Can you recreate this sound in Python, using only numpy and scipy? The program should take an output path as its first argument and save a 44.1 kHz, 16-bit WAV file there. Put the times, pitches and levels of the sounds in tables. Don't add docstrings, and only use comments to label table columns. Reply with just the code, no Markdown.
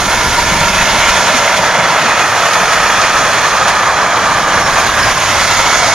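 import sys
import numpy as np
from scipy import signal
from scipy.fft import rfft, irfft, next_fast_len
from scipy.io import wavfile
from scipy.ndimage import uniform_filter1d, minimum_filter1d

SR = 44100
rng = np.random.default_rng(int(sys.argv[2]) if len(sys.argv) > 2 else 0)


def inscribe(sig):
    pcm = np.round(np.clip(np.atleast_2d(sig).T, -1, 1) * 32767)
    wavfile.write(sys.argv[1], SR, pcm.astype(np.int16))


N = 261954
TIME = np.arange(N) / SR
HZ = np.fft.rfftfreq(N, 1 / SR)

# freq_hz, relative_density_db
ROAR_SPECTRUM = [(150, -44), (330, -16), (460, -6.5), (620, 0.0), (800, -0.0), (1050, 0.1), (1300, -0.2),
                 (1550, -0.7), (1800, -3.3), (2200, -9.5), (3000, -26), (6000, -55)]
RASP_SPECTRUM = [(900, -30), (1700, 1), (2050, 2.5), (2480, 2), (2800, -0.5), (3350, -2), (3900, -10.5),
                 (6000, -35)]
HISS_SPECTRUM = [(2000, -20.5), (3400, -0.5), (4200, 0.5), (4750, -0.5), (5600, 0.5), (6800, 2),
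                 (7400, -7.5), (8400, -9.5), (9300, -17), (11000, -50.5)]
SIZZLE_SPECTRUM = [(7000, -19), (9200, -5.5), (10200, 1.5), (11000, 0), (12500, -10.5), (14000, -19),
                   (15500, -32)]
RUMBLE_SPECTRUM = [(8, -36), (20, -14), (35, -16), (45, -9.5), (60, -17), (90, -12.5), (200, -56)]
DRONE_SPECTRUM = [(50, -31), (85, -2.5), (115, 2.5), (180, 2), (260, -0.5), (370, -1.5), (600, -12.5),
                  (1500, -54)]
# time_s, level_db
ROAR_LEVELS = [(0.0, -23), (0.35, -24.5), (1.0, -23), (1.75, -20.5), (3.5, -21), (4.6, -20.5), (5.2, -23.5),
               (5.94, -21.5)]
RASP_LEVELS = [(0.0, -25.5), (0.3, -24.5), (1.05, -20.5), (1.8, -24), (3.4, -24), (4.0, -29), (4.45, -27.5),
               (4.8, -25.5), (5.55, -22), (5.94, -26.5)]
# centre_s, half_length_s, beat_hz, depth_db
BOGIE_THROBS = [(1.279, .3, 10.3, 1.05), (3.569, .45, 9.3, .75), (3.85, .6, 5.7, .65),
                (4.796, .45, 4.0, 1.05), (5.0, .6, 9.7, .75)]
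# centre_s, change_db
RAIL_KNOCKS = [(.689, 4), (.824, 3.5), (1.093, 2.5), (1.376, -1), (4.257, 2.5), (4.395, 0.5), (4.802, 2),
               (4.87, 5), (5.007, -0.2)]
# centre_s, change_db
LEVEL_DIPS = [(.716, -3.5), (2.343, -2), (4.46, -2.5), (4.644, -1.5), (5.139, -1.5)]
# pitch_hz, width_hz, level_db
LOW_WHEEL_MODES = [(658, 250, -27), (971, 134, -21.5), (1397, 116, -21.5), (1757, 87, -26.5),
                   (2153, 170, -24.5), (3540, 260, -32)]
HIGH_WHEEL_MODES = [(920, 330, -23), (1214, 175, -17.7), (1708, 210, -22), (2360, 250, -27.5),
                    (3320, 310, -31), (4120, 130, -35.5)]
# centre_s, half_length_s, kind, pitch_ratio, gain_db
WHEEL_PASSES = [(0.453, 0.81, "low", 0.99, 0.5), (1.13, 0.43, "low", .99, 0.2),
                (1.856, 0.67, "low", 0.96, -0.5), (2.843, 0.89, "high", 1.04, 0),
                (3.837, 0.56, "high", 1.004, 0.1), (4.575, 0.7, "high", 0.968, -2),
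                (5.645, 0.65, "low", .985, 0)]
# centre_s, half_length_s, pitch_hz, level_db
WHEEL_PINGS = [(.52, 0.46, 942, -21), (2.17, .18, 2480, -26.5), (4.594, 0.22, 1760, -31),
               (4.785, 0.053, 2390, -25), (5.063, .14, 1640, -20), (5.146, 0.29, 1043, -22),
               (5.55, 0.43, 2032, -23.5), (5.624, 0.56, 1304, -22.5), (5.78, .35, 2216, -20.5)]
# time_s, hiss_db, sizzle_db
CONTACT_LEVELS = [(0.0, -22, -33.0), (0.7, -21.5, -32.5), (1.36, -20.0, -34), (1.45, -22.0, -35.0),
                  (1.8, -24.5, -39.5), (2.4, -23.0, -34.5), (3.4, -22, -36.5), (3.97, -25.5, -41),
                  (4.45, -25, -39.0), (4.77, -22.5, -35.5), (4.92, -24.0, -35.5), (5.5, -19.0, -33.0),
                  (5.94, -19, -35)]
# centre_s, level_db
FITTING_RATTLES = [(.996, -22.5), (1.1, -19), (1.368, -19.5), (1.575, -20), (2.541, -20.5), (2.736, -20),
                   (3.688, -20), (4.784, -27), (5.41, -21.5)]
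# centre_s, half_length_s, pitch_hz, level_db
FLANGE_SQUEAKS = [(4.655, .04, 5480, -25), (5.04, .04, 5100, -25.5)]
# peak_s, peak_db, pitch_hz
FRAME_THUMPS = [(.527, -13.5, 171), (.618, -14.5, 168), (1.349, -15, 247), (1.596, -16, 179),
                (1.791, -18, 168), (2.059, -18, 224), (2.615, -19.5, 190), (4.566, -21, 95),
                (5.014, -20.5, 112)]
# centre_s, half_length_s, pitch_hz, width_hz, level_db
BODY_BOOMS = [(0.75, 0.97, 187, 55, -31.5), (1.3, 0.65, 611, 164, -22.5), (5.14, 0.95, 109, 39, -32.5),
              (5.85, 0.21, 710, 200, -22)]
# time_s, rumble_db, drone_db
LOAD_LEVELS = [(0.0, -26, -25), (0.6, -27.5, -23.5), (1.1, -29, -26.0), (1.28, -39, -27),
               (2.05, -43, -25.5), (2.45, -46, -29), (2.8, -35, -27), (4.15, -39.5, -27.5),
               (4.55, -32, -24.5), (5.55, -31.5, -27.5), (5.94, -36, -28.5)]
# freq_hz, left_minus_right_db
MIC_BALANCE = [(50, 1), (300, 0.4), (1200, -1), (2000, -1.5), (3100, -.7), (4800, -5.5), (6700, -8.5),
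               (8600, -7), (10200, -1.5), (12000, -4.5), (15000, -1.5)]
# freq_hz, left_lead_rad
MIC_PHASE = [(100, -.11), (900, -.2), (1450, -.34), (1900, -.22), (2800, -.22), (4100, -.9), (5700, -.85),
             (6200, -1.25), (6600, -.4), (7300, -1.6), (8100, -3.2), (9800, -4.4), (10800, -5.3),
             (13000, -4.3)]
# freq_hz, coherence
MIC_COHERENCE = [(500, 1), (1200, 0.98), (2600, 0.94), (4000, 0.87), (5900, 0.59), (6400, 0.39), (7200, .6),
                 (8000, 0.39), (10000, 0.87), (11500, .3), (15000, .2)]


def rolling(roar_trim_db=7.5, rasp_trim_db=4.5, flutter_db=1.12):
    roar_db, = along(ROAR_LEVELS)
    rasp_db, = along(RASP_LEVELS)
    roar = coloured(ROAR_SPECTRUM)
    rasp = coloured(RASP_SPECTRUM, impacts(per_s=17000, spread_db=1.5))
    rasp = patchy(rasp, depth_db=2.06, patch_hz=200, patch_s=0.061)
    roar *= from_db(roar_db + roar_trim_db + flutter_db * flutter(44))
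    return roar + rasp * from_db(rasp_db + rasp_trim_db)


def throb(jitter_db=0.6, knock_half_s=0.0077, dip_half_s=0.018):
    beats = sum(db * bell(TIME, centre_s, half_s) * np.cos(2 * np.pi * beat_hz * (TIME - centre_s))
                for centre_s, half_s, beat_hz, db in BOGIE_THROBS)
    knocks = sum(db * bell(TIME, centre_s, knock_half_s) for centre_s, db in RAIL_KNOCKS)
    dips = sum(db * bell(TIME, centre_s, dip_half_s) for centre_s, db in LEVEL_DIPS)
    jitter = flutter(22)
    drift = uniform_filter1d(jitter, size=SR // 6)
    return beats + knocks + dips + jitter_db * unit(jitter - drift)


def wheels(doppler_per_s=0.024, pulse_db=0.46):
    modes = {"low": LOW_WHEEL_MODES, "high": HIGH_WHEEL_MODES}
    out = np.zeros((2, N))
    for centre_s, half_s, kind, pitch_ratio, pass_db in WHEEL_PASSES:
        for hz, width_hz, mode_db in modes[kind]:
            gain = from_db(pass_db + mode_db + pulse_db * flutter(24))
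            out += gain * ring(centre_s, half_s, hz * pitch_ratio, width_hz, doppler_per_s)
    return out


def wheel_pings(width_hz=70, doppler_per_s=0.014):
    return sum(from_db(db) * ring(centre_s, half_s, hz, width_hz, doppler_per_s)
               for centre_s, half_s, hz, db in WHEEL_PINGS)


def contact_hiss(hiss_trim_db=1.67, hiss_flutter_db=0.5, sizzle_flutter_db=0.3):
    hiss_db, sizzle_db = along(CONTACT_LEVELS)
    hiss = patchy(coloured(HISS_SPECTRUM), depth_db=1.2, patch_hz=350, patch_s=0.023)
    sizzle = coloured(SIZZLE_SPECTRUM, impacts(per_s=25000, spread_db=2.5))
    sizzle = patchy(sizzle, depth_db=1.1, patch_hz=400, patch_s=0.036)
    hiss *= from_db(hiss_db + hiss_trim_db + hiss_flutter_db * flutter(54))
    sizzle *= from_db(sizzle_db + sizzle_flutter_db * flutter(25))
    return hiss + sizzle


def rattles(trim_db=3.0, half_s=0.017, sizzle_gain=0.22):
    clicks = impacts(per_s=5000, spread_db=4.0)
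    metal = coloured(HISS_SPECTRUM, clicks) + coloured(RASP_SPECTRUM, clicks)
    metal += sizzle_gain * coloured(SIZZLE_SPECTRUM, clicks)
    bursts = sum(from_db(db + trim_db) * bell(TIME, centre_s, half_s) for centre_s, db in FITTING_RATTLES)
    return unit(metal) * bursts


def squeaks(width_hz=130, sink_per_s=0.7, octave_db=-18):
    out = np.zeros((2, N))
    for centre_s, half_s, hz, db in FLANGE_SQUEAKS:
        whistle = ring(centre_s, half_s, hz, width_hz, sink_per_s)
        octave = ring(centre_s, half_s, 2 * hz, 2 * width_hz, sink_per_s)
        out += from_db(db) * (whistle + from_db(octave_db) * octave)
    return out


def thumps(rise_s=0.012):
    out = np.zeros(N)
    for peak_s, db, hz in FRAME_THUMPS:
        age = np.clip((TIME - peak_s) / rise_s + 1, 0, 20)
        envelope = (age * np.exp(1 - age)) ** 2
        out += from_db(db) * envelope * np.sin(2 * np.pi * (hz * TIME + rng.random()))
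    return out


def rumble(ground_trim_db=1.5, drone_trim_db=-1, doppler_per_s=0.0094):
    ground_db, drone_db = along(LOAD_LEVELS)
    booms = sum(from_db(db) * ring(centre_s, half_s, hz, width_hz, doppler_per_s)
                for centre_s, half_s, hz, width_hz, db in BODY_BOOMS)
    ground = coloured(RUMBLE_SPECTRUM) * from_db(ground_db + ground_trim_db)
    drone = coloured(DRONE_SPECTRUM) * from_db(drone_db + drone_trim_db)
    return ground + drone + booms


def microphones(x):
    common, independent = rfft(x)
    coherence = np.clip(across(MIC_COHERENCE), 0, 1)
    lean = from_db(across(MIC_BALANCE)) * np.exp(1j * across(MIC_PHASE))
    left = lean * (coherence * common + np.sqrt(1 - coherence ** 2) * independent)
    mid_gain = np.sqrt(1 + abs(lean) ** 2 + 2 * coherence * lean.real) / 2
    return irfft(np.array([left, common]) / mid_gain, N)


def ring(centre_s, half_s, hz, width_hz, sink_per_s):
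    near = abs(TIME - centre_s) < 2 * half_s
    t = TIME[near]
    roughness = rng.standard_normal((2, N))[:, near]
    pitch_hz = hz * (1 - sink_per_s * (t - centre_s))
    carrier = np.exp(2j * np.pi * np.cumsum(pitch_hz) / SR)
    pole = np.exp(-np.pi * width_hz / SR)
    baseband = signal.lfilter([1], [1, -2 * pole, pole * pole], roughness / carrier)
    out = np.zeros((2, N))
    out[:, near] = unit((carrier * baseband).real) * bell(t, centre_s, half_s)
    return out


def impacts(per_s, spread_db):
    size = from_db(spread_db * np.minimum(rng.exponential(1, (2, N)), 4))
    return size * rng.standard_normal((2, N)) * (rng.random((2, N)) < per_s / SR)


def coloured(spectrum, drive=None):
    drive = rng.standard_normal((2, N)) if drive is None else drive
    size = next_fast_len(N)
    gain = np.interp(np.fft.rfftfreq(size, 1 / SR), HZ, from_db(across(spectrum)))
    return unit(irfft(rfft(drive, size) * gain, size)[:, :N])


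def patchy(x, depth_db, patch_hz, patch_s):
    frames = signal.stft(x, nperseg=512)[2]
    noise = rng.standard_normal(frames.shape[1:])
    lag_s = np.fft.fftfreq(noise.shape[0], SR / 512)[:, None]
    rate_hz = np.fft.rfftfreq(noise.shape[1], 256 / SR)
    smoothing = bell(lag_s * patch_hz, 0, 0.7) * bell(rate_hz * patch_s, 0, 0.4)
    patches = unit(np.fft.irfft2(np.fft.rfft2(noise) * smoothing, noise.shape))
    return unit(signal.istft(frames * from_db(depth_db * patches), nperseg=512)[1][:, :N])


def flutter(rate_hz):
    hz = np.fft.rfftfreq(2048, N / SR / 2048)
    slow = irfft(rfft(rng.standard_normal(size=2048)) / (1 + (hz / rate_hz) ** 2))
    return np.interp(TIME, np.linspace(0, N / SR, len(slow)), unit(slow))


def across(points):
    hz, value = np.transpose(points)
    return np.interp(np.log(HZ + 1), np.log(hz + 1), value)


def along(rows):
    time_s, *columns = np.transpose(rows)
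    return [np.interp(TIME, time_s, column) for column in columns]


def bell(t, centre, half):
    return np.exp(-np.minimum(((t - centre) / half) ** 2, 100))


def from_db(db):
    return 10 ** (np.asarray(db) / 20)


def unit(x):
    return x / np.sqrt(np.mean(x ** 2) + 1e-20)


def scene(hiss_throb_share=0.78):
    throb_db = throb()
    wheel_noise = (rolling() + wheels() + wheel_pings()) * from_db(throb_db)
    treble = contact_hiss() * from_db(hiss_throb_share * throb_db) + rattles() + squeaks()
    return microphones(wheel_noise + treble + rumble() + thumps())


def record(dry, ceiling=1.0, notch_hz=7850, notch_width_hz=600, cutoff_hz=15750):
    gain = ceiling / np.maximum(abs(dry), ceiling)
    limited = dry * uniform_filter1d(minimum_filter1d(gain, size=9), size=9)
    notched = signal.lfilter(*signal.iirnotch(notch_hz, notch_hz / notch_width_hz, SR), limited)
    lowpass = signal.firwin(1023, cutoff_hz, window=("kaiser", 9), fs=SR)
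    return signal.oaconvolve(notched, lowpass[None], "same")


dry = scene()
out = record(dry)
inscribe(out)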